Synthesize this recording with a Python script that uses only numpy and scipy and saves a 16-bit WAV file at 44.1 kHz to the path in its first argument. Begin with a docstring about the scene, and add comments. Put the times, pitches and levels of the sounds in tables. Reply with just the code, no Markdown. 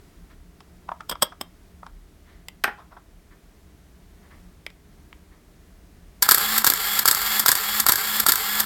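"""Faint handling in a quiet room, then scrapes and snaps: a plastic body cap is twisted off a film camera
and put down, close to a small microphone. Fingers tick on the controls. The motor winder then fires six
frames: mirror and shutter clack, the geared motor gathers speed and whirrs the film on, and a latch
cocks the shutter again. The loudest clacks overload the microphone."""
import sys
import numpy as np
from scipy import signal
from scipy.fft import rfft, irfft
from scipy.io import wavfile
from scipy.ndimage import uniform_filter1d

SR = 44100
rng = np.random.default_rng(int(sys.argv[2]) if len(sys.argv) > 2 else 0)


def inscribe(sig):
    """Save sig as 16-bit PCM at rate SR to the path in sys.argv[1].

    A 1-D sig is mono; a 2-D sig holds one channel per row.
    Samples are clipped to [-1, 1] before scaling.
    """
    pcm = np.round(np.clip(np.atleast_2d(sig).T, -1, 1) * 32767)
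    wavfile.write(sys.argv[1], SR, pcm.astype(np.int16))


N = 381465
TIME_S = np.arange(N) / SR
FFT_SIZE = 8192

# Room rumble and microphone hiss. Each row: frequency in Hz, relative density in dB.
AIR_SPECTRUM = [(15, -34.5), (25, -2), (76, -5), (102, -15.5), (175, -13), (256, -18.5), (293, -16.5),
                (326, -21), (394, -17.5), (516, -28), (695, -24), (754, -29.5), (2000, -32.5), (2550, -36),
                (16000, -43.5)]
# Low room drones. Each row: frequency in Hz, wander rate in Hz, level in dB.
DRONES = [(38.5, 11, -56.5), (69, 11, -61.5), (177, 16, -62.5), (306, 14, -70)]

# Blows. Each row: start in seconds, relative treble and body levels in dB, treble t60 in seconds.
SKIN_BRUSHES = [(.295, -61, -54, 0.16), (2.240, -61, -55.5, 0.57), (3.300, -68, -54, 0.21),
                (4.200, -73, -55, 0.42), (4.295, -66, -50.5, 0.24), (5.310, -72, -56, 0.18)]
CONTROL_TICKS = [(2.484, -27.5, -44.5, 0.011), (4.664, -29, -35.5, 0.014), (4.702, -45.5, -60, .014),
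                 (5.128, -49, -45.5, 0.01)]
CAP_KNOCKS = [(.603, -45.5, -46.5, .024), (.888, -51, -22, .013), (.916, -51, -22, 0.016),
              (1.005, -44, -30.5, 0.018), (1.154, -47, -31, .0092), (1.318, -55, -37, .04),
              (1.829, -60, -33, 0.018), (1.864, -46, -35.5, 0.013), (2.772, -60, -42, 0.17),
              (2.908, -66, -43, 0.12), (2.964, -63, -40, 0.058)]
BAYONET_CLICKS = [(1.094, -20.5, -30.5, 0.018), (1.110, -28, -29, 0.025), (1.119, -35.5, -29, 0.027),
                  (1.221, -10, -18.5, 0.018), (1.227, -13.5, -20, 0.014), (1.411, -24, -28.5, 0.011)]
CAP_BOUNCES = [(2.638, -22.5, -27, 0.014), (2.641, -23, -13, 0.017), (2.649, -44, -26, 0.053),
               (2.676, -47, -24, 0.028)]

# Resonances. Each row: centre in Hz, width in Hz, relative level in dB.
SKIN_MODES = [(345, 300, -1), (1130, 670, -4), (1860, 660, -4.5), (3550, 2500, -14)]
CONTROL_MODES = [(936, 1500, 4), (2253, 900, 5.5), (3370, 1300, 3), (5000, 900, 0), (7690, 2000, -6.5),
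                 (11200, 5800, -13.5)]
HELD_CAP_MODES = [(243.3, 320, -16.5), (720, 340, -2), (990, 480, 2.5), (1260, 370, -1.5), (1620, 450, -27),
                  (3440, 910, -19.5), (5200, 1300, -23.5), (8300, 3000, -35)]
CAP_MODES = [(220, 200, -5.5), (385, 120, -6), (562, 270, -0.5), (1080, 720, 0), (1700, 240, -11.5),
             (3264, 230, 6), (3380, 620, -2), (5100, 720, -1.5), (7100, 1200, -14), (8250, 520, 2),
             (10500, 2900, -13.5), (12210, 600, -1), (15000, 2500, -14)]
TABLETOP_MODES = [(360, 300, -3.5), (818, 370, 4), (1196, 300, -3), (1560, 770, 5.5), (2670, 1800, -11.5),
                  (5220, 1200, -15), (8480, 450, -15), (10550, 900, -23), (12400, 600, -13),
                  (15000, 3000, -31.5)]
GEAR_CASE_MODES = [(450, 430, -11), (803, 148, 0), (1048, 240, 0), (1207, 190, 2), (1354, 100, 5),
                   (1710, 710, 0.5), (2128, 290, 1), (2830, 1100, -6), (3300, 460, -0.5), (3730, 660, -4),
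                   (4430, 960, 0), (5230, 920, -7), (7320, 1030, -1), (8740, 3600, -7.5),
                   (11580, 1100, -2.5), (12500, 650, 4), (14600, 1000, -1), (14200, 2300, -4.5)]
MIRROR_BOX_MODES = [(330, 180, -13), (850, 570, -5.5), (1100, 330, 0.5), (1336, 174, 7)]
CAMERA_BODY_MODES = [(116, 77, -3), (328, 420, -6), (880, 710, -5), (1002, 36, 6), (1280, 560, -0.5),
                     (1330, 114, 4), (1637, 374, 4), (2250, 180, -12.5), (3690, 950, -4), (4620, 730, 0.5),
                     (5260, 970, -3.5), (7590, 2800, -2), (8500, 3000, -3.5), (10260, 1300, -13),
                     (11660, 650, 1.5), (12350, 1560, 4.5), (14400, 5200, -4.5), (17400, 1700, -19)]

# Exposures; the last mirror rise falls past the end. Each row: mirror rise in seconds,
# extra force in dB, rebound delay in seconds, gear offset in dB, hum offset in dB.
EXPOSURES = [(6.289, 3.5, 0.086, 1.5, 0.5), (6.6443, 0, .0763, 0, -3.5), (7.0556, 0, .0724, 0.5, -1),
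             (7.4604, 0, 0.066, 0, -1), (7.8643, 0, .0707, 0, -0.5), (8.2639, -0.2, 0.072, 0, -0.5),
             (8.6655, -1, .072, 0, 0)]
# Gear load over one cycle. Each row: share of the cycle from 0 to 1, gain in dB.
GEAR_LOAD = [(0, -6), (.08, 1.5), (.15, -4.5), (.22, -7), (.31, -1.5), (.82, .5), (.885, -6), (.93, -4.5),
             (.968, -15)]
# In order: latch drops, latch seats, drive disengages, release trips, mirror up, first curtain,
# second curtain, mirror down, film drive engages, pawl takes up slack. Each row: delay from mirror rise
# in seconds, relative treble and body levels in dB, treble t60 in seconds.
SHUTTER_STROKES = [(-.0665, -4.5, -29, 0.017), (-.0627, -3, -28.5, 0.012), (-.0265, -23, -32, 0.018),
                   (-.0060, -25, -36, .015), (0, -1, -26, 0.014), (.021, 0.2, -22.5, .016),
                   (0.0276, 0, -19.5, .016), (.0558, .5, -25, .010), (.092, -5.5, -28, .009),
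                   (0.114, -17.5, -35, .012)]


def undb(db):
    """Decibels to gain."""
    return 10 ** (np.asarray(db) / 20)


def unit_rms(x):
    """Scale to rms 1."""
    return x / np.sqrt(np.mean(x ** 2))


def convolve(x, response):
    """Convolve, keeping the length."""
    return signal.fftconvolve(x, response)[:len(x)]


def butter(x, hz, kind, order=4):
    """Butterworth low-pass or high-pass."""
    return signal.sosfilt(signal.butter(order, hz, kind, fs=SR, output="sos"), x)


def decay(t, t60_s):
    """Exponential, 60 dB down at t60_s."""
    return np.exp(-np.log(1000) * t / t60_s)


def wander(rate_hz):
    """Smooth random drift, rms 1."""
    hold = int(SR / rate_hz)
    steps = np.repeat(rng.standard_normal(N // hold + 1), hold)
    return unit_rms(uniform_filter1d(steps, hold)[:N])


def resonator(modes):
    """Minimum-phase impulse response of steep-sided resonances."""
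    bins_hz = np.maximum(np.arange(FFT_SIZE // 2 + 1) * SR / FFT_SIZE, 1)
    power = sum(undb(db) ** 2 / (1 + (hz / width_hz * (bins_hz / hz - hz / bins_hz)) ** 2) ** 2
                for hz, width_hz, db in modes)
    cepstrum = irfft(np.log(power + 1e-9))
    cepstrum[0] /= 2
    cepstrum[FFT_SIZE // 2:] = 0
    return irfft(np.exp(rfft(cepstrum)))


def blows(events, modes, body_db, treble_db, softness, body_t60_ratio,
          rattle_db, rattle_t60_s, slide_db, slide_t60_s):
    """Contact chatter rings a part's resonances; the part slides before each blow and rattles after."""
    out, response = np.zeros(N + FFT_SIZE), resonator(modes)
    lead, window = int(.015 * SR), int(.004 * SR)
    t = (np.arange(FFT_SIZE) - lead) / SR
    after_s = np.maximum(t, 0)
    slide = undb(slide_db) * decay(np.abs(t), slide_t60_s)
    rattle = undb(rattle_db) * decay(after_s, rattle_t60_s)
    for start_s, high_db, low_db, t60_s in events:
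        start = int(start_s * SR) - lead
        chatter = rng.standard_normal(FFT_SIZE)
        attack = 1 - np.exp(-(after_s / (softness * t60_s)) ** 2)
        bands = ("low", low_db + body_db, t60_s * body_t60_ratio), ("high", high_db + treble_db, t60_s)
        for kind, db, band_t60_s in bands:
            force = chatter * (slide + attack * (decay(after_s, band_t60_s) + rattle))
            part = butter(convolve(force, response), 2400, kind)
            peak_rms = np.sqrt(uniform_filter1d(part ** 2, window).max())
            out[start:start + FFT_SIZE] += part * undb(db) / peak_rms
    return out[:N]


def room(x, wet_db, t60_s, treble_t60_s):
    """Add the short tail of a furnished room; treble dies first."""
    t = np.arange(SR // 2) / SR
    noise = rng.standard_normal(len(t)) * (t > .004)
    tail = butter(noise, 3900, "low", order=2) * decay(t, t60_s)
    tail += butter(noise, 4000, "high", order=1) * decay(t, treble_t60_s)
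    return x + undb(wet_db) * convolve(x, tail / np.sqrt(np.sum(tail ** 2)))


def background(air_gain_db=-51):
    """Room rumble, microphone hiss and wavering low drones."""
    air_hz, air_db = np.transpose(AIR_SPECTRUM)
    bins_hz = np.maximum(np.arange(N // 2 + 1) * SR / N, 1)
    colour = undb(np.interp(np.log(bins_hz), np.log(air_hz), air_db))
    air = unit_rms(irfft(rfft(rng.standard_normal(N)) * colour, N))
    drone = sum(undb(db) * wander(rate_hz) * np.sqrt(2)
                * np.sin(2 * np.pi * hz * TIME_S + wander(rate_hz)) for hz, rate_hz, db in DRONES)
    return butter(air, 32, "high", order=2) * undb(air_gain_db + .83 * wander(3.3)) + drone


def skin_brushes():
    """Skin brushes softly over the camera."""
    return blows(SKIN_BRUSHES, SKIN_MODES, body_db=-1, treble_db=-3.5, softness=.071,
                 body_t60_ratio=.93, rattle_db=-40, rattle_t60_s=.1, slide_db=-50, slide_t60_s=.01)


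def control_ticks():
    """Fingers tick on the small controls."""
    return blows(CONTROL_TICKS, CONTROL_MODES, body_db=3.5, treble_db=-6, softness=.041,
                 body_t60_ratio=1.37, rattle_db=-55, rattle_t60_s=.15, slide_db=-48, slide_t60_s=.01)


def cap_knocks():
    """The loose cap knocks dully, damped by the hand, and again as it settles."""
    return blows(CAP_KNOCKS, HELD_CAP_MODES, body_db=-2.5, treble_db=-3, softness=.097,
                 body_t60_ratio=1.2, rattle_db=-31, rattle_t60_s=.14, slide_db=-28.5, slide_t60_s=.04)


def cap_twist():
    """The cap's tabs scrape and snap in the bayonet."""
    return blows(BAYONET_CLICKS, CAP_MODES, body_db=.5, treble_db=-3.5, softness=.17,
                 body_t60_ratio=1, rattle_db=-33.5, rattle_t60_s=.09, slide_db=-29.5, slide_t60_s=.017)


def cap_drop():
    """The cap lands on the table and bounces."""
    return blows(CAP_BOUNCES, TABLETOP_MODES, body_db=-2, treble_db=1.5, softness=.067,
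                 body_t60_ratio=2.3, rattle_db=-25, rattle_t60_s=.17, slide_db=-50.5, slide_t60_s=.0061)


def motor_cycle(free_hz, slow_hz=176, spin_up_s=.107, cycle_s=.404, pull_share=.2, brake_share=.91):
    """Each exposure drags the motor down, then it recovers. Settings are for a nominal cycle."""
    starts_s = [EXPOSURES[0][0] - cycle_s] + [row[0] for row in EXPOSURES]
    cycle, share = np.divmod(np.interp(TIME_S, starts_s, np.arange(len(starts_s))), 1)
    cycle = cycle.astype(int)
    spin_up = 1 - np.exp(-np.maximum(share - pull_share, 0) * cycle_s / spin_up_s)
    brake = 1 - np.clip((share - brake_share) / (1 - brake_share), 0, 1) ** 2
    haste = (cycle_s / np.diff(starts_s)[cycle]) ** .25  # shorter cycle, faster motor
    shaft_hz = (slow_hz + (free_hz - slow_hz) * spin_up * brake) * haste
    return np.maximum(cycle - 1, 0), share, shaft_hz


def gear_noise(turns, teeth, tooth_spread_db=3, throb_depth=.092):
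    """Teeth land unevenly and slide, ringing the gear case; their wear repeats every turn."""
    tooth = np.floor(turns * teeth).astype(int)
    landings = np.diff(tooth, prepend=0)
    ticks = landings * rng.standard_normal(N) * undb(tooth_spread_db * rng.standard_normal(N))
    wear = landings * rng.permutation(np.linspace(-1, 1, teeth))[tooth % teeth]
    sliding = rng.standard_normal(N)
    force = undb(-4) * unit_rms(ticks) + undb(-8) * unit_rms(wear) + sliding
    force *= 1 + throb_depth * np.sin(2 * np.pi * turns)
    return unit_rms(convolve(force, resonator(GEAR_CASE_MODES))) * undb(-24 + 1.12 * wander(100))


def winder(on_s=6.225, free_hz=219, teeth=16, case_hz=3365, case_width_hz=190, wheel_ratio=2.2):
    """Gears whirr, the shaft hums, and the pinion whines as its tooth rate crosses a case resonance."""
    frame, share, shaft_hz = motor_cycle(free_hz)
    gear_db, hum_db = np.transpose(EXPOSURES)[3:]
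    turns = np.cumsum(shaft_hz * (1 + .003 * wander(90))) / SR
    shaft_rad = 2 * np.pi * turns
    gears = gear_noise(turns, teeth)
    resonance = 1 / (1 + (2 * (teeth * shaft_hz - case_hz) / case_width_hz) ** 2)
    whine = resonance * undb(-32.3 + 2 * wander(120)) * np.sin(teeth * shaft_rad)
    take_up = np.interp(share, [.24, .36, .46], [0, 1, 0])  # a second wheel sings, taking up film
    wheel = take_up * undb(-42 + 2 * wander(40)) * np.sin(wheel_ratio * shaft_rad)
    slowdown_db = .7 * np.minimum(shaft_hz - free_hz, 0)
    hum = undb(-37 + slowdown_db + hum_db[frame] + wander(50)) * np.sin(shaft_rad)
    hum *= np.clip((TIME_S - on_s) / .12, 0, 1)
    load_db = np.interp(share, *np.transpose(GEAR_LOAD), period=1)
    switch_on = np.clip((TIME_S - on_s) / .0033, 0, 1)
    return ((gears + whine + wheel) * undb(load_db + gear_db[frame]) + hum) * switch_on


def mirror_knocks():
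    """Each mirror rise sends one clean push into the hollow mirror box."""
    push, response = np.zeros(N), resonator(MIRROR_BOX_MODES)
    for rise_s, force_db, *_ in EXPOSURES:
        if rise_s * SR < N:
            push[int(rise_s * SR)] = undb(-7.5 + .98 * force_db)
    return convolve(push, response / np.abs(response).max())


def shutter_clacks(force_fade_s=.059):
    """Latch, curtains, drive and rebounding mirror strike the body; extra force fades after the rise."""
    events = []
    for rise_s, force_db, rebound_s, *_ in EXPOSURES:
        for delay_s, high_db, low_db, t60_s in SHUTTER_STROKES:
            extra_db = force_db * np.exp(-(max(delay_s, 0) / force_fade_s) ** 2)
            events.append((rise_s + delay_s, high_db + extra_db, low_db + extra_db, t60_s))
        events.append((rise_s + rebound_s, -14, -25, .011))
    events = [event for event in events if event[0] < N / SR]
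    return blows(events, CAMERA_BODY_MODES, body_db=1, treble_db=-10.5, softness=.071,
                 body_t60_ratio=1.33, rattle_db=-15, rattle_t60_s=.09, slide_db=-28, slide_t60_s=.015)


def scene():
    """Cap, controls and camera within reach of the microphone; mono."""
    twist, knocks, drop = cap_twist(), cap_knocks(), cap_drop()
    ticks, clacks, brushes = control_ticks(), shutter_clacks(), skin_brushes()
    handling = room(drop + brushes, wet_db=-14, t60_s=.25, treble_t60_s=.12)
    handling += room(twist + knocks + ticks, wet_db=-18, t60_s=.2, treble_t60_s=.091)
    camera = room(clacks + mirror_knocks() + winder(), wet_db=-19, t60_s=.24, treble_t60_s=.12)
    return (background() + handling + camera)[None]


def record(dry, cutoff_hz=16900):
    """Clip at full scale, then low-pass steeply."""
    return signal.sosfilt(signal.ellip(8, .2, 70, cutoff_hz, fs=SR, output="sos"), np.clip(dry, -1, 1))


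dry = scene()
out = record(dry)
inscribe(out)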